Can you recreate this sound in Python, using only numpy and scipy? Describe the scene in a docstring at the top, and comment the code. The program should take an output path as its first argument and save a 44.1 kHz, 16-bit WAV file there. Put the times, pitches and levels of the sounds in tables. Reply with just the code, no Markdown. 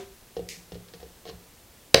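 """Chisel taps and a mallet blow

A chisel is set on a board clamped to a hollow bench in a small workshop: light taps and edge scuffs, a thin
bright snap further off, then one mallet blow that overloads the recorder. An earlier knock is still dying away.
Impulses ring tuned modes for board, blade, bench and mallet; smeared noise bursts make snap and crack;
decaying noise bands make the room, and coloured noise makes the faint hiss and rumble of room and recorder.
"""
import sys
import numpy as np
from scipy import signal
from scipy.fft import rfft, irfft
from scipy.io import wavfile

SR = 44100
rng = np.random.default_rng(int(sys.argv[2]) if len(sys.argv) > 2 else 0)


def inscribe(sig):
    """Save sig as 16-bit PCM at rate SR to the path in sys.argv[1].

    A 1-D sig is mono; a 2-D sig holds one channel per row.
    Samples are clipped to [-1, 1] before scaling.
    """
    pcm = np.round(np.clip(np.atleast_2d(sig).T, -1, 1) * 32767)
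    wavfile.write(sys.argv[1], SR, pcm.astype(np.int16))


N = 88200
LEAD = 4410   # samples of run-in, trimmed off in scene()


def amp(db):
    """Turn decibels into a gain factor."""
    return 10 ** (np.asarray(db) / 20)


def at_hz(points, hz):
    """Read a curve of (f/Hz, value) points, straight between points on a log-frequency axis."""
    points = np.array(points)
    return np.interp(np.log(np.maximum(hz, 1)), np.log(points[:, 0]), points[:, 1])


def octaves(modes):
    """Distance of each mode from 500 Hz, in octaves."""
    return np.log2(np.array(modes)[:, 0] / 500)


def coloured(spectrum, size):
    """Noise of the given spectrum, rms 1."""
    gain = amp(at_hz(spectrum, np.fft.rfftfreq(size, 1 / SR)))
    noise = irfft(rfft(rng.standard_normal(size)) * gain, size)
    return noise / noise.std()


def clicks(times, db):
    """Impulses at the given times, over a negligible constant offset."""
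    out = np.full(N + LEAD, 1e-18)
    np.add.at(out, (np.asarray(times) * SR).astype(int) + LEAD, amp(db))
    return out


def ring(force, hz, t60):
    """One mode: a two-pole resonator in which a unit impulse rings with height 1."""
    radius = amp(-60 / (t60 * SR))
    angle = 2 * np.pi * hz / SR
    return signal.lfilter([0, np.sin(angle)], [1, -2 * radius * np.cos(angle), radius * radius], force)


def strike(modes, times, db, step=1):
    """Impulses ring a table of modes; each mode is scaled by step over the last, so a negative step flips phase."""
    db = np.zeros((len(times), len(modes))) + db   # one strength per blow and mode
    out = 0
    for k, (hz, level_db, t60) in enumerate(modes):
        out = out + step ** k * ring(clicks(times, db[:, k] + level_db), hz, t60)
    return out


def burst(start_s, db, length_s, spectrum):
    """A short crackle: a fixed spectrum whose narrow bands each arrive with their own random delay."""
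    size = N + LEAD
    hz = np.fft.rfftfreq(size, 1 / SR)
    spread = np.interp(hz, np.linspace(0, SR / 2, 60), rng.exponential(1, 60))
    delay_s = start_s + LEAD / SR + length_s / 2 * spread
    phase = 2 * np.pi * np.cumsum(delay_s) * SR / size   # delay summed over frequency gives phase
    crackle = irfft(amp(at_hz(spectrum, hz)) * np.exp(-1j * phase), size)
    return amp(db) * crackle * np.sqrt(length_s * SR / 2 / np.sum(crackle ** 2))


# Spectrum of the hiss and rumble bed: f/Hz, relative level/dB
FLOOR_SPECTRUM = [(12, -17), (20, -2), (59, -0.5), (187, -8.5), (221, -7), (300, -9.5), (510, -10.5),
                  (655, -12), (775, -13), (1210, -16.5), (15800, -21.5)]
# Stereo width of the bed: f/Hz, side-minus-mid level/dB
FLOOR_WIDTH = [(60, -23.5), (400, -17.5), (1000, -17.5), (4400, -15), (14000, -11.5)]
FLOOR_DB = -53   # rms of the mid channel


def floor():
    """Steady coloured noise for hiss and rumble, nearly the same on both sides."""
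    mid, side = coloured(FLOOR_SPECTRUM, N), coloured(FLOOR_SPECTRUM, N)
    width = amp(at_hz(FLOOR_WIDTH, np.fft.rfftfreq(N, 1 / SR)))
    side = irfft(rfft(side) * width, N)
    return amp(FLOOR_DB) * (mid + side * [[1], [-1]])


# Modes of the earlier knock: f/Hz, level/dB, t60/s
KNOCK_MODES = [(225.5, -42.5, 0.17), (381.5, -39, 0.36), (388.4, -36.5, 0.36), (544, -43, 0.17),
               (716, -41.5, 0.2), (958, -54, 0.25), (1560, -62, 0.94)]
# Spectrum of its noise burst: f/Hz, relative level/dB per Hz
KNOCK_HISS = [(200, 2), (1000, -7), (3000, -3), (7000, -9), (15000, -35)]
KNOCK_AGO_S, KNOCK_HISS_DB, KNOCK_HISS_LENGTH_S = 0.03, -24.5, 0.0049


def earlier_knock():
    """Something set down on the bench just before the start: modes ring on after a short burst."""
    tone = strike(KNOCK_MODES, [-KNOCK_AGO_S], 0)
    return tone + burst(-KNOCK_AGO_S, KNOCK_HISS_DB, KNOCK_HISS_LENGTH_S, KNOCK_HISS)


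# Room decay: f/Hz, t60/s
ROOM_T60 = [(60, 0.65), (250, 0.49), (1000, 0.37), (4000, 0.33), (8000, 0.39), (15000, 0.33)]
# Room tone colour: f/Hz, relative level/dB
ROOM_COLOUR = [(60, 0.5), (250, 1), (1000, 1), (4000, -5), (8000, -2.5), (15000, -9)]
# Stereo width of the room tail, before the brief onset widening: f/Hz, side-minus-mid level/dB
ROOM_WIDTH = [(60, -55), (300, -76), (1000, -69), (3000, -43), (8000, -42), (14000, -21)]
ROOM_DB, ROOM_BUILD_S = -4.5, 0.0063
ONSET_WIDENING_DB, ONSET_WIDENING_DECAY_S = 36, 0.0016


def room(source):
    """Half-octave noise bands die as dense reflections; each onset has a brief, faint left-right difference."""
    t = np.arange(SR) / SR
    edges = 30 * 2 ** np.arange(0, 9.6, .5)
    white = rng.standard_normal((2, 2, SR))   # two mid/side pairs, alternating between bands
    build = 1 - np.exp(-(t / ROOM_BUILD_S) ** 2)
    widening = amp(ONSET_WIDENING_DB) * np.exp(-t / ONSET_WIDENING_DECAY_S)
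    onset = np.array([build, build + widening])
    response = 0
    for k, (low, high) in enumerate(zip(edges, edges[1:])):
        hz = np.sqrt(low * high)
        t60 = at_hz(ROOM_T60, hz)
        band = signal.sosfilt(signal.butter(2, [low, high], "band", fs=SR, output="sos"), white[k % 2])
        level_db = at_hz(ROOM_COLOUR, hz) + np.array([[0], [at_hz(ROOM_WIDTH, hz)]])
        decay = amp(level_db - 60 * t / t60)
        response = response + band * decay / np.sqrt(t60 * SR / 14)   # offsets the energy of longer tails
    wet = signal.fftconvolve(source[None], response * onset, axes=1)
    mid, side = wet[:, :len(source)]
    return amp(ROOM_DB) * (mid + side * [[1], [-1]])


# Chisel touches, drive into each part: t/s, board thud level/dB, edge tick level/dB,
# thud brightness tilt/(dB per octave), bench boom level/dB
TOUCHES = [(0.367, -23.5, -41, 3, -40.5), (0.393, -27, -51.5, -12, -48.5), (0.401, -33, -71, 0, -39),
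           (0.72, -27.5, -44, -6, -37.5), (0.745, -52, -47.5, -10, -42), (0.754, -36, -55.5, -17, -40.5),
           (0.885, -51, -51, -3, -61), (0.937, -36.5, -43.5, 8, -55), (0.943, -40.5, -55, 7, -50.5),
           (1.001, -45, -49.5, 12, -52.5), (1.015, -39.5, -55.5, 10, -53), (1.029, -34.5, -50.5, 5, -51.5),
           (1.064, -47, -64, -16, -60), (1.254, -38, -46.5, 19, -58), (1.265, -35, -49, 7, -51.5),
           (1.275, -43.5, -45, -13, -53), (1.283, -49, -45.5, 11, -54), (1.289, -31.5, -43, -9, -57),
           (1.296, -30, -46.5, 7, -50.5), (1.327, -40, -61, -3, -43.5)]
# Board modes: f/Hz, relative level/dB, t60/s
BOARD_MODES = [(278, -18, 0.075), (356, -17.5, 0.059), (411, -15.5, 0.11), (439, -21, 0.075),
               (473.6, -7, 0.13), (512.4, -23, 0.063), (637, -27.5, 0.069), (672, -19, 0.056),
               (717, -18.5, 0.083), (761, -19.5, 0.065), (1070, -21, 0.033)]
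# Chisel blade and handle modes: f/Hz, relative level/dB, t60/s
CHISEL_MODES = [(1550, -10.5, 0.0093), (1867, -6, 0.039), (2227, -4, 0.0091), (2950, -3, 0.011),
                (3268, -5.5, 0.014), (3645, 3, 0.0047), (4103, 4.5, 0.008), (4480, 3.5, 0.0083),
                (5210, 0, 0.0063), (6070, -2, 0.0034), (8240, -4.5, 0.002), (11250, -14, .003),
                (13700, -17, 0.0051)]
THUD_BAND_HZ, TICK_BAND_HZ = [324, 787], [1610, 6700]
THUD_SCATTER_DB = 4   # random spread of each mode on each touch
SCUFF_DECAY_S, CLICK_DB = 0.0085, -4.5   # click level is relative to the touch's tick drive


def taps():
    """Each touch thuds softly in the board; a clean click and a decaying noise scuff ring the chisel."""
    times, thud_db, tick_db, tilt_db, _ = np.transpose(TOUCHES)
    scatter_db = THUD_SCATTER_DB * rng.standard_normal((len(times), len(BOARD_MODES)))
    mode_db = thud_db[:, None] + tilt_db[:, None] * octaves(BOARD_MODES) + scatter_db
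    thud = strike(BOARD_MODES, times, mode_db)
    thud = signal.sosfilt(signal.butter(2, THUD_BAND_HZ, "band", fs=SR, output="sos"), thud)

    r = np.exp(-1 / (SCUFF_DECAY_S * SR))
    envelope = signal.lfilter([np.sqrt(1 - r * r)], [1, -r], clicks(times, tick_db))
    scuff = envelope * rng.standard_normal(N + LEAD)
    force = scuff + clicks(times, tick_db + CLICK_DB)
    tick = sum(amp(db - 1.5) * ring(force, hz, t60) for hz, db, t60 in CHISEL_MODES)
    return thud + signal.lfilter(*signal.butter(2, TICK_BAND_HZ, "band", fs=SR), tick)


# Hollow bench modes, close pairs that swell and beat: f/Hz, relative level/dB, t60/s
BENCH_MODES = [(64.8, 1, 0.26), (74.4, 0, 0.16), (103, -4.5, 0.22), (113.3, -6, 0.23), (170.8, 5, 0.093),
               (178.5, 5.5, 0.24)]


def bench_boom():
    """Each touch booms in the hollow bench, neighbouring modes starting in opposite phase."""
    times, _, _, _, boom_db = np.transpose(TOUCHES)
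    return strike(BENCH_MODES, times, boom_db[:, None], -1)


SNAP_S, SNAP_DB, SNAP_LENGTH_S = 0.488, -19, 0.0064
# Snap spectrum: f/Hz, relative level/dB per Hz
SNAP_SPECTRUM = [(1000, -40), (1400, -32), (1900, 0), (2400, 1), (3300, -5), (4400, 0), (5300, 1),
                 (6400, -1.5), (9000, -9.5), (12000, -9), (15500, -21)]


def snap():
    """A thin bright burst, its frequency bands scattered over a few milliseconds."""
    return burst(SNAP_S, SNAP_DB, SNAP_LENGTH_S, SNAP_SPECTRUM)


NUDGE_S, NUDGE_DB = 0.57, -47


def bench_nudge():
    """A soft push sets the bench top humming in its two highest modes, in opposite phase."""
    return strike(BENCH_MODES[4:], [NUDGE_S], NUDGE_DB, -1.02)


# Mallet blow as its face lands, drives and seats, drive into each part: t/s, board level/dB,
# chisel level/dB, bench level/dB, mallet head level/dB
BLOW_CONTACTS = [(1.943, -40, -15.5, -57, -46), (1.9437, -19.5, -7, -55, -18.5),
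                 (1.9445, -17, -0.5, -55, -25), (1.9458, -23, -9.5, -24, -3)]
# Mallet head modes: f/Hz, relative level/dB, t60/s
MALLET_MODES = [(485, -14, .3), (538, -1, 0.032), (542, -24, 0.28), (646, -6.5, 0.027), (1064, -12.5, .02),
                (1650, -14, 0.027)]
# Spectrum of the fibres splitting under the edge: f/Hz, relative level/dB per Hz
CRACK_SPECTRUM = [(800, -29), (2000, 0), (5000, 1), (9000, -10.5), (15000, -16)]
CRACK_S, CRACK_DB, CRACK_LENGTH_S = 1.9443, -7, 0.0015
BLOW_TILT_DB_OCT = 4


def blow():
    """The mallet drives board, bench and chisel modes far harder; its head knocks and the wood cracks."""
    times, board_db, chisel_db, bench_db, mallet_db = np.transpose(BLOW_CONTACTS)[:, :, None]
    times = times[:, 0]
    board = strike(BOARD_MODES, times, board_db + BLOW_TILT_DB_OCT * octaves(BOARD_MODES))
    chisel = strike(CHISEL_MODES, times, chisel_db, -0.99)
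    mallet = strike(MALLET_MODES, times, mallet_db)
    bench = strike(BENCH_MODES, times, bench_db, -0.82)
    crack = burst(CRACK_S, CRACK_DB, CRACK_LENGTH_S, CRACK_SPECTRUM)
    return board + chisel + mallet + bench + crack


RUMBLE_CUT_HZ = 83
SNAP_DIRECT_DB, BOOM_TO_ROOM_DB = -14, -3.5   # the far snap is heard mostly through the room


def scene():
    """Mix the direct sounds with their room reflections, trim the run-in and lay the floor beneath."""
    near = earlier_knock() + taps() + blow()
    near = signal.lfilter(*signal.butter(2, RUMBLE_CUT_HZ, "high", fs=SR), near)
    boom = bench_boom() + bench_nudge()
    far = snap()
    direct = near + boom + amp(SNAP_DIRECT_DB) * far
    reflected = room(near + far + amp(BOOM_TO_ROOM_DB) * boom)
    return (direct + reflected)[:, LEAD:] + floor()


CLIP, CUTOFF_HZ = 0.94, 15850   # clip level in full-scale units


def record(dry):
    """The input clips hard, then a steep low-pass cuts the top."""
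    clipped = np.clip(dry, -CLIP, CLIP)
    return signal.sosfilt(signal.ellip(10, .5, 70, CUTOFF_HZ, fs=SR, output="sos"), clipped)


dry = scene()
out = record(dry)
inscribe(out)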